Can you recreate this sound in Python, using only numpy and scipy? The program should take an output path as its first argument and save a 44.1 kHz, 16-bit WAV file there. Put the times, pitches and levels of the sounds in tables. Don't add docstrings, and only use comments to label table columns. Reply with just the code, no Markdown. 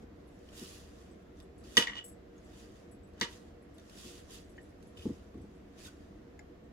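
import sys
import numpy as np
from scipy import signal
from scipy.fft import rfft, irfft, next_fast_len
from scipy.io import wavfile
from scipy.ndimage import uniform_filter1d

SR = 44100
rng = np.random.default_rng(int(sys.argv[2]) if len(sys.argv) > 2 else 0)


def boost_factor(decibels):
    exponent = np.asarray(decibels, float) / 20
    return 10 ** exponent


def pcm_store(signal):
    levels = np.round(np.clip(np.atleast_2d(signal), -1, 1) * 32767)
    wavfile.write(sys.argv[1], SR, levels.astype(np.int16).T)


N = 296660

# (peak time [s], level [dB], rise over 20 dB [s], fall over 20 dB [s])
STROKES = [(0.03, -72, 0.15, 0.049), (0.218, -82, 0.2, 0.21), (0.5, -73, 0.3, 0.14),
           (0.59, -51, 0.084, 0.37), (0.76, -60, 0.45, 0.14), (1.0, -67.5, 0.13, 0.31),
           (1.39, -69, 0.064, 0.12), (1.65, -63, 0.024, 0.419), (1.76, -56, 0.15, 0.279),
           (2.04, -81.5, 0.049, 0.29), (2.382, -75, 0.037, 0.039), (2.611, -61, 0.27, 0.145),
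           (2.77, -68.5, 0.32, 0.26), (3.333, -58, 0.17, 0.13), (3.481, -73.5, 0.33, 0.14),
           (3.77, -94.5, 0.35, .1), (3.98, -55.5, 0.074, 0.3), (4.089, -54, 0.3, 0.19),
           (4.19, -60, 0.23, 0.055), (4.31, -56, 0.033, 0.12), (4.345, -52.5, 0.073, 0.11),
           (4.5, -73.5, 0.11, 0.56), (4.66, -76.5, 0.16, 0.23), (4.86, -74, 0.21, 0.39),
           (4.975, -62, 0.015, 0.27), (5.04, -62, 0.099, 0.29), (5.45, -76.5, 0.57, 0.99),
           (5.79, -60.5, 0.029, 0.27), (5.869, -53, 0.11, 0.05), (6.02, -76.5, .3, 1),
           (6.5, -99, 0.43, 0.29)]
# (peak time [s], level [dB], rise over 20 dB [s], fall over 20 dB [s])
SLIDES = [
    (1.898, -57, 0.11, 0.073),
    (1.991, -52.5, 0.094, 0.031),
    (3.25, -46.5, 0.051, 0.012),
    (4.972, -77, 0.0075, 0.1),
    (5.015, -78, 0.035, .04),
]
# (frequency [Hz], density [dB per Hz])
CRUMB_SPECTRUM = [(470, -24.5), (800, -17.5), (1050, 0), (1800, -4.5), (2310, -8.5), (2520, -2.5),
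                  (4830, -5.5), (5330, -4), (11000, -4), (15800, -4.5)]
# (frequency [Hz], width [Hz], level [dB])
WALL_RESONANCES = [(1852, 100, 3.5), (2960, 60, -3.5), (3350, 70, -2), (3700, 68, 0), (4770, 44, 6),
                   (6770, 250, -4), (10910, 730, 2.5)]
# (time [s], crack [dB], first ring [dB], second ring [dB], low ring [dB])
BLOWS = [(1.7693, -11.5, -40, -40, -24), (1.7717, -25, -16.5, -24, -42), (1.775, -17.5, -19.5, -13.5, -41),
         (1.7814, -34, -36, -30, -36), (1.7875, -29, -34, -41, -38), (1.7974, -28, -38, -41, -32),
         (1.8107, -29, -50, -44, -44), (1.8231, -29, -30, -23.5, -45), (1.836, -35, -45, -30, -45.5),
         (1.8708, -36, -25.5, -39.5, -49), (1.8814, -55, -28, -34, -48), (1.8956, -54, -34, -39, -45),
         (1.9178, -61, -44, -44, -47), (1.925, -64, -42, -46, -48), (1.933, -63, -38, -39, -58),
         (1.942, -58, -45, -49, -60), (1.954, -50, -44, -39, -49), (1.966, -55, -48, -36, -52),
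         (1.9727, -50, -45, -37, -50), (1.982, -53, -46, -36, -57), (1.988, -59, -45, -36, -53),
         (1.997, -55, -50, -45, -58), (2.01, -63, -56, -48, -59), (2.026, -70.5, -59, -55, -65.5),
         (3.2118, -22, -35, -38, -35.5), (3.213, -34, -22.5, -28, -37), (3.2174, -37, -23.5, -37, -47),
         (3.2222, -37, -25, -33, -47), (3.23, -40, -28.5, -30, -45), (3.2354, -37, -39, -38, -43),
         (3.245, -49, -52, -52, -48), (3.26, -58, -52, -52, -55), (3.2652, -55, -52, -54, -61),
         (3.286, -57, -49, -62, -64)]
# (frequency [Hz], level [dB], t60 [s])
BASE_MODES = [(720, -12, .04), (950, -3, .045), (1050, -7, .03), (1145, -2, .055), (1290, -10, .03),
              (1550, -7, .02)]
# (frequency [Hz], level [dB], t60 [s])
FIRST_MODES = [(1735, -15, .03), (1785, -13, .03), (1880, -13, .03), (1904, 0, .042), (1988, -13, .035),
               (2068, -12, .035), (2135, -12, .035), (2320, -16, .03)]
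# (frequency [Hz], level [dB], t60 [s])
SECOND_MODES = [(2560, -17, .03), (2790, -14, .035), (2938, 0, .055), (2985, -8, .04), (3060, -17, .04),
                (3220, -10, .04), (3290, -10, .04), (3400, -8, .04), (3595, -14, .035)]
# (frequency [Hz], level [dB], t60 [s])
RIM_MODES = [(3306, -1, .03), (3420, 0, .03), (3607, 3, .03), (3711, -5, .03), (4025, -12, .025),
             (4480, -10, .02), (4785, 3, .02), (5200, -7, .02), (5520, -4, .016), (5900, 2, .016),
             (6080, -1, .016), (6770, -6, .02), (7140, -7, .018), (9620, -16, .015)]
# (time [s], body [dB], deep bump [dB], knock [dB])
THUDS = [(0.027, -42.5, -53, -60), (0.614, -37.5, -69, -62), (1.7704, -25, -55, -44),
         (1.7742, -44, -55, -34), (1.792, -38, -62, -56), (3.213, -32.5, -63, -45.5),
         (3.2188, -41, -56, -61), (4.046, -42, -61, -93), (4.97, -69, -47, -66),
         (5.0531, -23.5, -57, -45.5), (5.065, -48, -51, -55), (5.085, -39, -62, -58),
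         (5.093, -28, -46.5, -49.5), (5.108, -41, -59, -73), (5.3432, -37.5, -64, -58.5),
         (5.367, -44, -56, -73), (5.399, -56, -53, -62), (5.427, -55, -56, -68.5),
         (5.445, -57.5, -54.5, -59), (5.848, -48, -49, -71.5)]
# (frequency [Hz], level [dB], t60 [s])
TABLE_MODES = [(230, 0, .034), (165, -9, .05), (293, -8, .06), (355, -12, .05), (127, -18, .08)]
# (frequency [Hz], level [dB], t60 [s])
DEEP_MODES = [(80, 0, .14), (52, -8, .12)]
# (frequency [Hz], level [dB], t60 [s])
KNOCK_MODES = [(472, 0, .07), (555, -14, .04), (850, -10, .035), (1120, -13, .035)]
# (time [s], level [dB])
ROCKS = [
    (5.363, -40),
    (5.393, -40),
    (5.4173, -43),
    (5.438, -43),
]
# (frequency [Hz], level [dB], t60 [s])
ROCK_MODES = [(125, 0, .045), (180, -7, .04), (305, -5, .05)]
# (time [s], upper ring [dB], lower ring [dB])
JINGLES = [(0.17, -83, -90), (0.273, -70, -85), (0.2804, -74, -82), (0.3192, -82, -81), (0.343, -77, -86),
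           (0.6833, -60, -66), (0.776, -65, -68), (1.1114, -79, -69.5), (1.2211, -80, -87),
           (1.4207, -71, -72), (1.5798, -68, -68), (1.772, -35, -46), (1.786, -51, -54), (2.041, -54, -51),
           (2.047, -55, -51.5), (2.062, -61, -66.5), (2.0802, -53, -58), (2.0914, -62, -67),
           (2.104, -68, -70), (2.122, -74, -74.5), (2.4414, -73, -72), (2.913, -61.5, -66.5),
           (2.921, -69, -79), (3.034, -84, -71), (3.0729, -75, -85), (3.622, -69.5, -78.5),
           (3.742, -67.5, -71), (4.4454, -87.5, -71), (4.4955, -67, -68), (4.6154, -73, -71),
           (4.6299, -63.5, -79), (4.6892, -73, -81), (4.827, -71.5, -78), (4.8703, -64.5, -75),
           (5.4136, -75.5, -74), (5.55, -80, -80), (6.6354, -93, -80.5)]
# (frequency [Hz], level [dB], t60 [s])
UPPER_MODES = [(10780, -2, .04), (10900, 0, .045), (11080, 0, .045), (11230, -5, .04)]
# (frequency [Hz], level [dB], t60 [s])
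LOWER_MODES = [(7750, 0, .06), (7880, -4, .045), (7630, -8, .04)]
# (frequency [Hz], level [dB], t60 [s])
SIDE_MODES = [(5400, -6, .05), (6320, -7, .03), (7300, -6, .04), (9960, -1, .035), (10400, 0, .03),
              (11700, -4, .03), (12500, -3, .04), (13000, -8, .03), (14300, -5, .03), (15300, -6, .05)]
# (time [s], level [dB], pitch [Hz], snap re ring [dB])
NAIL_TICKS = [(0.3894, -69, 6770, 8), (1.371, -68, 6070, 3), (1.4012, -56, 5000, -9),
              (1.6392, -58, 4750, -1), (2.3665, -69.5, 6700, -0.5), (2.3795, -62, 6500, -5),
              (3.1353, -72.5, 4430, 8), (3.1444, -74, 4220, 6), (3.199, -60, 3880, 16),
              (3.7964, -59.5, 5670, 3.5), (3.8965, -59.5, 5000, 10.5), (4.5696, -69, 6700, 6),
              (4.8264, -62.5, 6260, 8), (4.9726, -65, 4770, 3), (5.2674, -69, 5870, -14),
              (5.3774, -73.5, 5660, 8), (5.8488, -52, 6500, 0), (6.3914, -52.5, 7040, -4),
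              (3.177, -64, 3000, 1)]
# (time [s], level [dB], pitch [Hz], snap re ring [dB])
DULL_TICKS = [(0.4883, -54, 3000, -6), (1.4009, -50, 3550, 0), (3.6232, -64, 1904, -14),
              (3.7818, -58.5, 1900, 4.5), (3.783, -53.5, 3620, -3), (4.5795, -45, 1825, -21.5),
              (4.581, -58, 3000, -13), (4.9705, -49, 2970, -16), (4.99, -51, 3100, -13),
              (5.0085, -51, 2560, -12), (5.022, -47, 2980, -8), (5.031, -53.5, 2940, -9.5),
              (5.8496, -47.5, 3690, -9.5), (5.3429, -56, 1130, -8.5), (6.3924, -47, 2113, -13.5),
              (6.3926, -54, 1656, -13), (6.395, -58, 5190, -22), (6.393, -60.5, 840, -18),
              (4.59, -53, 1810, -21.5), (4.973, -52.5, 3520, -10), (4.992, -57, 2580, -9),
              (4.994, -55.5, 3490, -13.5), (5.811, -55.5, 2500, -13), (5.86, -50, 1470, -13.5),
              (5.88, -49.5, 1480, -11)]
# (frequency [Hz], left over right [dB])
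FACING = [(300, 1.5), (470, -4.5), (1000, 6.5), (1500, -5), (1950, 3.5), (2900, -1.5), (3500, -3),
          (5900, -6), (7800, 9), (11000, -4.5), (13500, 4.5)]
# (frequency [Hz], t60 [s])
KITCHEN_T60 = [(100, 0.0774), (500, 0.35), (2000, 0.21), (6000, 0.18), (14000, 0.0924)]
# (frequency [Hz], left-right likeness [0-1])
LIKENESS = [(60, 0.93), (250, 0.98), (500, 0.24), (1000, 0.032), (2000, 0.0255), (8000, 0.017)]
# (frequency [Hz], left over right [dB])
DIFFUSE_LEAN = [(60, 1), (180, -1.5), (550, -1), (1650, 0.5), (4970, -3), (15000, 2)]
# (frequency [Hz], density [dB per Hz])
DRONE_SPECTRUM = [(20, -22.5), (40, -19), (60, 2), (110, -11.5), (200, -7.5), (400, -31.5), (560, -14),
                  (720, -15), (800, -24.5), (2000, -29), (2400, -32), (7800, -47.5), (8800, -69),
                  (10800, -49.5), (15800, -55)]
# (frequency [Hz], width [Hz], level [dB])
HUMS = [(73.1, 3.3, -56), (212.5, 26, -60.5), (296, 27, -57.5), (371.4, 18, -59), (473.7, 7.6, -62.5)]


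def evened(x):
    return x / np.sqrt(np.mean(x ** 2) + 1e-20)


def read(points, hz):
    f, value = np.transpose(points)
    return np.interp(np.log(hz + 1), np.log(f + 1), value)


def add(mix, s, sound):
    part = mix[round(s * SR):][:len(sound)]
    part += sound[:len(part)]


def patchiness(shape, bands, frames):
    grain = uniform_filter1d(rng.standard_normal(shape), bands, 0)
    return evened(uniform_filter1d(grain, frames, 1))


def port_pair(z, hz):
    same = np.clip(read(LIKENESS, hz), 0, 1)[:, None]
    lean = boost_factor(read(DIFFUSE_LEAN, hz)[:, None] / 2)
    right = same * z[0] + np.sqrt(1 - same ** 2) * z[1]
    return np.array([z[0] * lean, right / lean])


def ring(modes, contact_s, cycles=0.37):
    hz, db, t60_s = np.transpose(modes)[:, :, None]
    t = np.arange(int(0.9 * t60_s.max() * SR)) / SR
    touch_s = np.arange(2000) / SR
    jolts = 0.48 * rng.standard_normal(2000) * (rng.random(2000) < 0.05)
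    jolts *= np.exp(-touch_s / (contact_s + 1e-4))
    jolts[0] = 1
    hit = jolts != 0
    force = abs(np.exp(2j * np.pi * hz * touch_s[hit]) @ jolts[hit])[:, None]
    force = force + 0.5 * np.linalg.norm(jolts)
    spread, phase = rng.random((2, len(modes), 1))
    level_db = db + 5 * (spread - 1) * (db < 0)
    pitch_hz = hz * (1 + 0.004 * (spread - 0.5))
    rise = 1 - np.exp(-(hz * t / cycles) ** 2)
    tone = np.sin(2 * np.pi * (pitch_hz * t + phase * (hz > 600)))
    tone *= rise * boost_factor(level_db - 60 * t / t60_s) / force
    sound = signal.fftconvolve(tone.sum(0), jolts)
    return sound / abs(sound).max()


def snap(t60_s, top_hz):
    t = np.arange(4000) / SR
    burst = rng.standard_normal(4000) * boost_factor(-60 * t / t60_s)
    burst = signal.lfilter(*signal.butter(1, [1200, top_hz], "band", fs=SR), burst)
    return signal.lfilter(*signal.butter(1, 2.5 * top_hz, fs=SR), burst)


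def pressure(t, strokes):
    s, db, rise_s, fall_s = np.transpose(strokes)[:, :, None]
    away = np.where(t < s, (s - t) / rise_s, (t - s) / fall_s)
    rounding = 1.01
    return np.sum(boost_factor(db - 20 * away ** rounding) ** 2, 0)


def rubbing():
    slips_per_s, rest_db = 5000, -95
    size_db = 2.2 * np.minimum(rng.exponential(1, (N, 1)), 4)
    slips = rng.standard_normal((N, 2)) * boost_factor(size_db) * (rng.random((N, 1)) < slips_per_s / SR)
    grains = evened(slips.T) + 0.95 * rng.standard_normal((N, 2)).T
    hz, t, z = signal.stft(grains, SR, nperseg=512, noverlap=384)

    wall = sum(0.79 * boost_factor(db) / (1 + (2 * (hz - f) / (w + 40)) ** 2) for f, w, db in WALL_RESONANCES)
    colour = boost_factor(read(CRUMB_SPECTRUM, hz)) * (1 + wall)
    colour /= np.sqrt(np.sum(colour[(hz > 2500) & (hz < 7000)] ** 2) / len(hz))

    hand = pressure(t, STROKES) + boost_factor(rest_db) ** 2
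    slide = pressure(t, SLIDES)
    level_db = 10 * np.log10(hand + slide)
    sliding = slide / (hand + slide)
    hiss_db = -17.5 + 0.2155 * (level_db + 75.5) - 22.5 * sliding
    drag_db = 9 - 0.5687 * (level_db + 79) + 7 * sliding
    high = np.clip((hz - 6000) / 7000, 0, 1)[:, None]
    low = np.clip((2600 - hz) / 900, 0, 1)[:, None]
    patches = patchiness(z.shape[1:], 5, 12)
    field_db = level_db + high * hiss_db + low * drag_db + 1.61 * patches
    field = port_pair(z, hz) * colour[:, None] * boost_factor(field_db)
    return 0.66 * signal.istft(field, nperseg=512, noverlap=384)[1][:, :N]


def bowl():
    rings, cracks = np.zeros((2, N))
    for s, crack_db, first_db, second_db, low_db in BLOWS:
        parts = ((crack_db + 3, RIM_MODES), (first_db - 1, FIRST_MODES),
                 (second_db + 0.5, SECOND_MODES), (low_db - 1.5, BASE_MODES))
        for db, modes in parts:
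            add(rings, s, boost_factor(db) * ring(modes, contact_s=0.0005))
        top_hz = max(5000 * boost_factor(0.074 * (crack_db + 17)), 1500)
        add(cracks, s, boost_factor(crack_db - 6.5) * snap(0.039, top_hz))
    return rings, cracks


def table():
    out = np.zeros(N)
    for s, body_db, deep_db, knock_db in THUDS:
        parts = ((body_db, TABLE_MODES), (deep_db + 0.5, DEEP_MODES), (knock_db + 7.5, KNOCK_MODES))
        for db, modes in parts:
            add(out, s + 0.0005, -boost_factor(db) * ring(modes, contact_s=0.0002, cycles=1.8))
    for s, db in ROCKS:
        add(out, s, -boost_factor(db) * ring(ROCK_MODES, contact_s=0.0002, cycles=1.0))
    return signal.lfilter(*signal.butter(2, 1500, fs=SR), out)


def bangles():
    out = np.zeros(N)
    for s, upper_db, lower_db in JINGLES:
        sides_db = -75 + 1.4 * ((upper_db + lower_db) / 2 + 70)
        for db, modes in ((upper_db, UPPER_MODES), (lower_db + 5, LOWER_MODES), (sides_db, SIDE_MODES)):
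            add(out, s, boost_factor(db) * ring(modes, contact_s=0.019))
    return out


def ticks():
    out = np.zeros(N)
    for rows, t60_s in ((NAIL_TICKS, 0.036), (DULL_TICKS, 0.037)):
        for s, db, hz, snap_db in rows:
            pair = [(hz, 0, t60_s), (1.05 * hz, -9, 0.7 * t60_s)]
            add(out, s, boost_factor(db) * ring(pair, contact_s=0.004))
            add(out, s, boost_factor(db + snap_db - 1) * snap(0.025, top_hz=8000))
    return out


def kitchen(rings, cracks, inside):
    ring_wet_db, crack_wet_db, inside_wet_db = -10, 4, -13
    port_lag = 20
    taps = np.zeros((2, SR // 2))
    at = np.arange(100, SR // 2 - 20, 20) + rng.integers(0, 20, (2, (SR // 2 - 101) // 20))
    np.put_along_axis(taps, at, rng.choice([-1., 1.], at.shape), 1)
    hz, t, z = signal.stft(taps, SR, nperseg=512)
    decay = boost_factor(-60 * t / read(KITCHEN_T60, hz)[:, None])
    tail = signal.istft(port_pair(z, hz) * decay, SR, nperseg=512)[1]
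    tail /= np.linalg.norm(tail[0])

    sent = boost_factor(ring_wet_db) * rings + boost_factor(crack_wet_db) * cracks + boost_factor(inside_wet_db) * inside
    sent = signal.lfilter(*signal.butter(1, 450, "high", fs=SR), sent)
    wet = signal.fftconvolve(sent[None], tail, axes=1)[:, :N]

    direct = rings + cracks + inside
    bass = signal.filtfilt(*signal.butter(3, 1400, fs=SR), direct)
    ports = np.array([direct, bass + np.roll(direct - bass, port_lag)])
    size = next_fast_len(N)
    lean = boost_factor(read(FACING, np.fft.rfftfreq(size, 1 / SR)) / 2)
    return irfft(rfft(ports, size) * [lean, 1 / lean], size)[:, :N] + wet


def drone():
    hz, frames = np.fft.rfftfreq(2048, 1 / SR), N // 512 + 5
    real, imag = rng.standard_normal((2, 2, len(hz), frames))
    patches = patchiness((len(hz), frames), 10, 8)
    wide = boost_factor(read(DRONE_SPECTRUM, hz))
    wide *= boost_factor(-53.5) / np.linalg.norm(wide)
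    hums = sum(boost_factor(2 * db) / (1 + (2 * (hz - f) / w) ** 2) / (w / 14) for f, w, db in HUMS)
    level = np.sqrt(wide ** 2 + hums)[:, None] * boost_factor(0.9 * patches)
    z = port_pair(real + 1j * imag, hz) * level
    return 0.83 * signal.istft(z, nperseg=2048, noverlap=1536)[1][:, :N]


def scene():
    rings, cracks = bowl()
    knocks = kitchen(rings + table() + bangles(), cracks, ticks())
    return rubbing() + knocks + drone()


def low_pass(x):
    return signal.sosfilt(signal.butter(12, 16270, fs=SR, output="sos"), x)


def record(dry):
    mix = signal.sosfilt(signal.butter(16, 15600, fs=SR, output="sos"), dry)
    return low_pass(mix)


dry = scene()
out = record(dry)
pcm_store(out)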